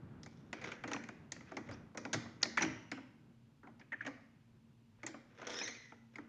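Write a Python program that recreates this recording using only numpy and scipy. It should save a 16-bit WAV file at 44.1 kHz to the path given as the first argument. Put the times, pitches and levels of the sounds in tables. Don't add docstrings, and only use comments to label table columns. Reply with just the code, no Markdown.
import sys
import numpy as np
from scipy import signal
from scipy.fft import rfft, irfft
from scipy.io import wavfile

SR = 44100
rng = np.random.default_rng(int(sys.argv[2]) if len(sys.argv) > 2 else 0)


def output_pcm(signal):
    pcm = np.clip(np.atleast_2d(signal).T, -1, 1) * 32767
    wavfile.write(sys.argv[1], SR, np.round(pcm).astype(np.int16))


N = 277124
TIME = np.arange(N) / SR
TOP_HZ = 14200

# (frequency [Hz], relative level [dB])
AIR_COLOUR = [(15, -47.5), (25, -14), (91, -15.5), (107, 0.5), (126, -0.5), (164, -11.5), (189, -18.5),
              (229, -4), (298, -27), (426, -27.5), (719, -33.5), (981, -27), (1130, -38.5), (2670, -32),
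              (7430, -43.5), (9660, -87.5), (16300, -120)]
# (frequency [Hz], mean level [dB])
HUM = [(98, -84), (120, -78), (229, -74.5)]
# (time [s], level [dB])
RUMBLE = [(.1, -53.5), (.3, -58), (2.72, -57.5), (3.15, -66), (4.6, -68.5), (6.28, -72.5)]
# (frequency [Hz], relative level [dB])
RUMBLE_COLOUR = [(20, -28), (40, -22), (80, -5), (125, 1.5), (240, -1.5), (350, -9.5), (600, -19.5),
                 (1500, -23.5), (4000, -45.5), (9000, -79)]
# (time [s], metal clack [dB], case and leaf body [dB], bright tick [dB], basic contact t60 [s])
BLOWS = [(0.2322, -55.5, -67, -58.5, 0.03), (0.2611, -49, -58, -62.5, 0.021),
         (0.5293, -33.5, -48, -53, 0.02), (.614, -42.5, -54, -63, 0.085),
         (0.6407, -35.5, -51, -57.5, 0.034), (0.7174, -35.5, -56.5, -58.5, 0.036),
         (.838, -36, -46.5, -61.5, 0.024), (0.8763, -40.5, -50, -57, 0.051),
         (0.9149, -36.5, -45.5, -55, 0.031), (0.9333, -33, -58.5, -47, 0.018),
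         (0.9434, -47, -45, -68, 0.011), (0.9636, -38.5, -49, -67, 0.012), (1.038, -43.5, -79, -63.5, .017),
         (1.0881, -41, -53, -61.5, .015), (1.3196, -40, -56.5, -49, 0.014), (1.3625, -47, -60, -85, 0.022),
         (1.407, -48.5, -62, -81, 0.022), (1.518, -53.5, -49, -70.5, 0.021),
         (1.568, -35.5, -44.5, -55, .03), (1.6886, -45.5, -50.5, -71, .04),
         (1.7124, -62, -55, -63.5, 0.017), (1.9467, -55.5, -53, -76, 0.054),
         (1.9735, -37.5, -47.5, -49.5, 0.032), (2.0515, -40.5, -44.5, -57.5, .02),
         (2.1304, -29.5, -43, -39, 0.066), (2.1388, -33, -42, -45.5, .028),
         (2.2564, -52, -54.5, -84, 0.022), (2.4293, -28.5, -45, -39.5, .023),
         (2.4544, -37, -48.5, -65, .01), (2.5724, -22.5, -44, -45.5, 0.1),
         (2.6084, -28.5, -39, -51.5, 0.066), (2.6211, -27, -41, -43.5, .077),
         (2.6285, -30.5, -42.5, -49, 0.027), (2.6487, -37, -57, -58.5, 0.0091),
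         (2.9158, -32.5, -47, -51.5, 0.025), (2.974, -56, -53.5, -76.5, 0.031),
         (3.6315, -62.5, -57.5, -87, 0.081), (3.6709, -54, -57, -82, 0.041),
         (3.7953, -56.5, -66, -72.5, 0.051), (3.812, -50, -69, -84, 0.039),
         (3.921, -41.5, -56.5, -83, 0.037), (3.9286, -38, -60.5, -72.5, 0.017),
         (4.01, -41, -61, -76.5, 0.11), (4.0491, -42, -55.5, -69, 0.047), (4.0637, -34, -48, -56, 0.047),
         (4.0754, -39.5, -50, -63, .03), (5.0316, -39.5, -51.5, -63, 0.039),
         (5.0641, -36.5, -52.5, -50.5, 0.075), (5.1418, -48, -51.5, -82.5, 0.038),
         (5.4162, -45, -54, -65, .034), (5.4692, -41.5, -60, -52, 0.024), (5.5127, -45, -55.5, -60, 0.081),
         (5.6125, -33.5, -50, -67, 0.044), (5.6756, -36.5, -57, -51, .05),
         (5.9211, -52.5, -55.5, -83, 0.017), (6.1568, -47, -62, -65, 0.035),
         (6.1833, -43.5, -51.5, -73.5, .028)]
# (frequency [Hz], width [Hz], relative level [dB])
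CASE = [(572, 93, 3.5), (734, 130.3, 4.5), (896, 240, 4), (1114, 250, 2.5), (1327, 290, 2)]
# (frequency [Hz], width [Hz], relative level [dB])
BOLT = [(1555, 180, 2), (1900, 180, 7), (2210, 310, 5), (2446, 190, 0), (2800, 453, -12)]
# (frequency [Hz], width [Hz], relative level [dB])
SMALL_PARTS = [(3500, 2200, 0.5), (4750, 2300, 4.5), (6150, 1100, 5.5), (7300, 1900, 3), (9200, 6900, -7)]
# (frequency [Hz], relative level [dB], t60 [s])
DOOR = [(125.8, -8.5, 0.2), (206, -6, .25), (232, 3.5, 0.32), (261.6, -1, .3), (286.2, 4, 0.2),
        (318, 3.5, 0.17), (378.3, 1, 0.086), (460, -15.5, 0.0751)]
# (time [s], hold [s], level [dB], treble re level [dB], attack [s], release [s])
RUBS = [(0.327, .03, -85.5, 9.5, .1, 0.34), (0.568, 0.019, -62.5, -14, 0.035, 0.072),
        (0.651, 0.047, -50.5, -9, 0.025, .035), (0.713, 0.01, -48.5, -15, .02, 0.046),
        (0.88, 0.08, -59.5, -8, 0.041, .05), (1.49, .02, -61.5, -10, 0.046, .1),
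        (1.711, .015, -58, -7, 0.066, .06), (2.424, .012, -52, -12, 0.018, .02),
        (5.014, 0.037, -73.5, -13, 0.12, .03), (5.426, .06, -53.5, -13, 0.095, 0.072),
        (5.48, 0.099, -53, 3, .015, .22), (6.143, .01, -69, -8.5, 0.024, 0.024)]
RUB_EDGE_DB = 18
# (frequency [Hz], relative level [dB])
RUBBER = [(100, -26), (200, -9), (320, -3.5), (480, 1), (850, -14), (1300, -4), (2100, -7.5), (3000, -18),
          (4200, -27), (8000, -78.5)]
# (frequency [Hz], relative level [dB])
RUBBER_TOP = [(1500, -25.5), (2600, -10), (3500, 3), (4500, -9.5), (5600, 2), (6700, -6.5), (8000, -13),
              (11000, -5.5)]
# (time [s], frequency [Hz], level [dB], t60 [s])
SHOVES = [(0.944, 228.3, -56, 0.35), (1.568, 232, -54.5, 0.24), (1.69, 93, -44.5, 0.26),
          (2.14, 116, -42.5, 0.45), (2.145, 163, -44, 0.25), (2.624, 117, -44, 0.46),
          (2.63, 173, -41.5, .3), (2.632, 318, -32.5, 0.19), (2.639, 256.2, -35.5, 0.24),
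          (2.926, 259, -44.5, .3), (4.07, 247.4, -57, 0.33), (5.033, 325, -45, 0.29),
          (5.475, 321.6, -58, 0.54), (6.183, 300, -40.5, 0.15)]
# (time [s], length [s], start [Hz], end [Hz], level [dB], roughness [0-1])
CHIRPS = [(1.3205, 0.0044, 8430, 7460, -38.5, 0.56), (1.713, 0.037, 4540, 5500, -64, 0.3),
          (2.4195, 0.0024, 6700, 6040, -50, 1), (2.4285, .002, 5950, 6250, -34, 0.75),
          (2.4308, 0.0039, 5500, 4000, -24, 0.15), (2.574, 0.0056, 1655, 1666, -29, 0.4),
          (2.58, 0.02, 1760, 1820, -38, 0.88), (2.62, 0.0088, 5960, 5760, -36, 0),
          (2.632, .008, 5980, 5690, -47.5, 0.3), (3.92, 0.0081, 1878, 1900, -41.5, 0.07),
          (3.926, 0.023, 1930, 1822, -42.5, 0.37), (4.0071, 0.0083, 1775, 1690, -40, 0.35),
          (5.066, 0.0024, 8600, 6600, -32, 0.74), (6.157, 0.0038, 2136, 2070, -45, 0.08)]
# (time [s], centre [Hz], width [Hz], level before decay [dB], t60 [s])
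SPRING = [(2.575, 2835, 463, -53.5, 0.73), (2.62, 5810, 258, -57.5, .6), (2.916, 2800, 465, -62, 0.48)]
# (time [s], pitch before sway [Hz])
SQUEAL = [(5.51, 1883), (5.581, 1758), (5.635, 1953), (5.7, 2053), (5.755, 2277), (5.79, 2040),
          (5.94, 1934)]
# (full-pressure level before trim [dB], growth [dB per dB of pressure], phase wander [rad])
PARTIALS = [(-50.5, 0.86, 0.92), (-52, 1.8, .2), (-46, 2.5, .12)]
SWAY_HZ, SWAY_SHARE, SWAY_CREST_S, SWAY_SPREAD_S = 17.6, 0.0783, 5.635, 0.0935
PRESS_S, PRESS_HOLD_S, PRESS_RISE_DB_PER_S, PRESS_EBB_DB_PER_S = 5.577, 0.061, 103.5, 61
SQUEAL_TOP_HZ = 6600
# (band centre [Hz], t60 [s])
HALL = [(125, 0.35), (300, 0.61), (900, .7), (2200, 0.67), (5000, 0.56), (9000, 0.4)]
# (frequency [Hz], gain [dB])
MICROPHONE = [(6700, 0), (7300, -8), (7900, -18), (8800, -16), (9600, -17.5), (10400, -32.5), (12000, -42)]
# (frequency [Hz], relative level [dB])
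HISS = [(1500, -20), (4000, -16), (7000, -1), (9000, 2.5), (10500, -1.5), (14000, -3)]


def undb(db):
    return 10 ** (np.asarray(db) / 20)


def unit(x):
    return x / np.sqrt(np.mean(x ** 2) + 1e-30)


def curves(table):
    s, *columns = np.transpose(table)
    return [np.interp(TIME, s, c) for c in columns]


def fade(t, t60):
    return np.exp(-np.log(1000) * t / max(t60, 1e-3))


def gate(s, hold, rise_db_per_s, fall_db_per_s):
    rise_db = (TIME - s) * rise_db_per_s
    fall_db = (s + hold - TIME) * fall_db_per_s
    return np.maximum(np.minimum(np.minimum(rise_db, fall_db), 0), -200)


def walk(rate_hz, size=N):
    steps = np.arange(size) * rate_hz / SR
    count = int(steps[-1]) + 2
    return np.interp(steps, np.arange(count), rng.standard_normal(count))


def add(track, s, sound):
    i = max(int(s * SR), 0)
    track[i:i + len(sound)] += sound[:N - i]


def spectrum_gain(size, points):
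    hz, db = np.transpose(points)
    f = np.maximum(np.fft.rfftfreq(size, 1 / SR), 1)
    return undb(np.interp(np.log(f), np.log(hz), db))


def colour(x, points):
    return unit(irfft(rfft(x) * spectrum_gain(len(x), points), len(x)))


def shape(x, points):
    cepstrum = irfft(np.log(spectrum_gain(1024, points)))
    half = len(cepstrum) // 2
    cepstrum[1:half] *= 2
    cepstrum[half + 1:] = 0
    return signal.fftconvolve(x, irfft(np.exp(rfft(cepstrum))))[:N]


def band(x, lo_hz, hi_hz, order=3):
    sos = signal.butter(order, [lo_hz, min(hi_hz, SR / 2 - 1)], "band", fs=SR, output="sos")
    return signal.sosfilt(sos, x)


def resonate(x, modes, detune=0.044, scatter_db=2):
    chance = rng.standard_normal((len(modes), 2))
    out = 0
    for k, ((hz, width_hz, db), (weight, load)) in enumerate(zip(modes, chance)):
        b, a = signal.iirpeak(hz * np.exp(detune * load), hz / width_hz, fs=SR)
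        out = out + (-1) ** k * undb(db + scatter_db * weight) * signal.lfilter(b, a, x)
    return out


def per_blow(x, span_s=0.016):
    return x / np.sqrt(np.sum(x ** 2, axis=-1, keepdims=True) / (span_s * SR))


def house(air_db=-68, rumble_db=-1.5, waver_db=2):
    air = colour(rng.standard_normal(N), AIR_COLOUR) * undb(air_db)
    hum = np.zeros(N)
    for hz, db in HUM:
        size = np.sqrt(2) * undb(db + waver_db * walk(1.5))
        hum += size * np.sin(2 * np.pi * hz * TIME + walk(4.5))
    level_db = curves(RUMBLE)[0] + rumble_db + waver_db * walk(16.0)
    rumble = colour(rng.standard_normal(N), RUMBLE_COLOUR) * undb(level_db)
    return air + hum + rumble


def lock(clack_db=-11, knock_db=-1, tick_db=1, snap=4.4, tick_share=1.0, knock_share=1.8, rise_s=0.00047):
    t = np.arange(SR // 10) / SR
    s, clack, body, tick, t60 = np.transpose(BLOWS)

    def strike(modes, db, t60_share):
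        chatter = rng.standard_normal((len(s), len(t))) * (1 - np.exp(-t / rise_s))
        rings = []
        for noise, decay_s in zip(chatter, t60):
            contact = noise * fade(t, t60_share * decay_s) + snap * (t == 0)
            rings.append(resonate(contact, modes))
        limited = band(rings, modes[0][0] * 0.68, modes[-1][0] * 1.287, order=4)
        return undb(db)[:, None] * per_blow(limited)

    hits = strike(BOLT, clack + clack_db, 1)
    hits = hits + strike(CASE, body + knock_db, knock_share)
    hits = hits + strike(SMALL_PARTS, tick + tick_db, tick_share)
    out = np.zeros(N)
    for start, hit in zip(s, hits):
        add(out, start, hit)
    return out


def leaf_thuds(thud_db=-0.5, boom_t60=0.15, boom_db=-3, swell_s=0.0036):
    t = np.arange(SR // 2) / SR
    modes = np.array([undb(db) * np.exp(2j * np.pi * hz * t) * fade(t, t60) for hz, db, t60 in DOOR])
    phases = np.exp(2j * np.pi * rng.random((len(BLOWS), len(DOOR))))
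    leaf = (phases @ modes).imag
    boom = band(rng.standard_normal(leaf.shape) * fade(t, boom_t60), 180, 450, order=2)
    thuds = (per_blow(leaf) + undb(boom_db) * per_blow(boom)) * (1 - np.exp(-t / swell_s))
    out = np.zeros(N)
    for (s, _, db, *_), thud in zip(BLOWS, thuds):
        add(out, s, undb(db + thud_db) * thud)
    return out


def sliding(slips_per_s=3000, spread_db=4, patchy_db=3, rasp_db=-1.0, catches_per_s=80, catch_db=-7):
    rubs = np.array([undb(db + gate(s, hold, RUB_EDGE_DB / attack, RUB_EDGE_DB / release))
                     for s, hold, db, _, attack, release in RUBS])
    treble_gain = undb([row[3] for row in RUBS])[:, None]
    body = np.linalg.norm(rubs, axis=0)
    treble = np.linalg.norm(rubs * treble_gain, axis=0)
    slips = (rng.random(N) < slips_per_s / SR) * rng.standard_normal(N)
    slips = slips * undb(spread_db * rng.standard_normal(N))
    rasp = body * unit(shape(slips, RUBBER))
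    rasp = rasp + treble * undb(patchy_db * walk(80)) * unit(shape(slips, RUBBER_TOP))
    grains = 0
    for modes in (CASE, BOLT):
        catches = (rng.random(N) < catches_per_s / SR) * rng.uniform(-0.76, 1, N)
        grains = grains + unit(band(resonate(catches, modes), modes[0][0] / 2, modes[-1][0]))
    return rasp * undb(rasp_db + patchy_db * walk(160)) + undb(catch_db) * body * grains


def shoves(swell_s=0.0051, uneven_db=3, wobble_rad=1.0):
    t = np.arange(SR // 2) / SR
    out = np.zeros(N)
    for s, hz, db, t60 in SHOVES:
        size = undb(db + uneven_db * walk(90, size=len(t))) * fade(t, t60) * (1 - np.exp(-t / swell_s))
        add(out, s, size * np.sin(2 * np.pi * hz * t + wobble_rad * walk(60, size=len(t))))
    return out


def chirps(wander=0.25, flutter_db=9):
    out = np.zeros(N)
    for s, length_s, start_hz, end_hz, db, rough in CHIRPS:
        n = int(length_s * SR)
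        hz = np.geomspace(start_hz, end_hz, n) * (1 + wander * rough * walk(690, size=n))
        flutter = undb(flutter_db * rough * walk(700, size=n))
        tone = np.sin(2 * np.pi * np.cumsum(hz) / SR) * flutter
        add(out, s, undb(db) * unit(tone * signal.windows.tukey(n, .3)))
    return out


def spring():
    t = np.arange(SR) / SR
    out = np.zeros(N)
    for s, hz, width_hz, db, t60 in SPRING:
        shimmer = band(rng.standard_normal(SR), hz - width_hz / 2, hz + width_hz / 2, order=2)
        add(out, s, undb(db) * unit(shimmer) * fade(t, t60))
    return out


def squeal(jitter=0.008, flutter_db=4.0, level_db=-1, top_order=24, touch_s=0.022):
    pressure_db = gate(PRESS_S, PRESS_HOLD_S, PRESS_RISE_DB_PER_S, PRESS_EBB_DB_PER_S)
    t = TIME - SWAY_CREST_S
    sway = SWAY_SHARE * np.cos(2 * np.pi * SWAY_HZ * t) * np.exp(-.5 * (t / SWAY_SPREAD_S) ** 2)
    looseness = np.clip(undb(-pressure_db), 1, 3)
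    hz = curves(SQUEAL)[0] * (1 + sway)
    phase = 2 * np.pi * np.cumsum(hz * (1 + jitter * looseness * walk(700))) / SR
    out = np.zeros(N)
    for k, (db, growth, wander_rad) in enumerate(PARTIALS, 1):
        size = undb(db + level_db + growth * pressure_db + flutter_db * walk(450))
        size = size / np.hypot(1, (k * hz / SQUEAL_TOP_HZ) ** top_order)
        out += size * np.sin(k * phase + wander_rad * walk(500))
    to_edge_s = np.minimum(TIME - SQUEAL[0][0], SQUEAL[-1][0] - TIME)
    return out * np.clip(to_edge_s / touch_s, 0, 1)


def hall(x, early_db=-11, early_t60=0.075, late_db=-11.5, bass_db=3, gap_s=.004):
    t = np.arange(SR) / SR
    centres, t60s = np.transpose(HALL)
    edges = [40, *np.sqrt(centres[1:] * centres[:-1]), TOP_HZ]
    late = np.zeros(SR)
    for k, (lo, hi, t60) in enumerate(zip(edges, edges[1:], t60s)):
        boost = undb(bass_db * (k < 2))
        late += band(rng.standard_normal(SR), lo, hi) * fade(t, t60) * boost
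    early = rng.standard_normal(SR) ** 3 * fade(t, early_t60)
    early = undb(early_db) * unit(early * (t > gap_s))
    late = undb(late_db) * unit(late * (t > 2 * gap_s))
    return signal.fftconvolve(x, (early + late) / np.sqrt(SR))[:N]


def scene(chirp_hall_db=-8, squeal_hall_db=1, lock_hall_db=-3.5):
    door = leaf_thuds() + shoves() + sliding() + spring()
    metal, strip = chirps(), squeal()
    direct = lock() + door + metal + strip
    hall_feed = undb(lock_hall_db) * lock() + door
    hall_feed = hall_feed + undb(chirp_hall_db) * metal + undb(squeal_hall_db) * strip
    main_ring = hall(hall_feed)
    lock_ring = hall(undb(lock_hall_db) * lock())
    mono = shape(direct + main_ring + lock_ring, MICROPHONE) + house()
    return np.array([mono, mono])


def record(dry, hiss_db=-93, channel_noise_db=-97):
    hiss = undb(hiss_db) * colour(rng.standard_normal(N), HISS)
    noise = undb(channel_noise_db) * rng.standard_normal(dry.shape)
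    top_cut = signal.ellip(8, .2, 70, TOP_HZ, fs=SR, output="sos")
    return signal.sosfilt(top_cut, dry + hiss + noise)


dry = scene()
out = record(dry)
output_pcm(out)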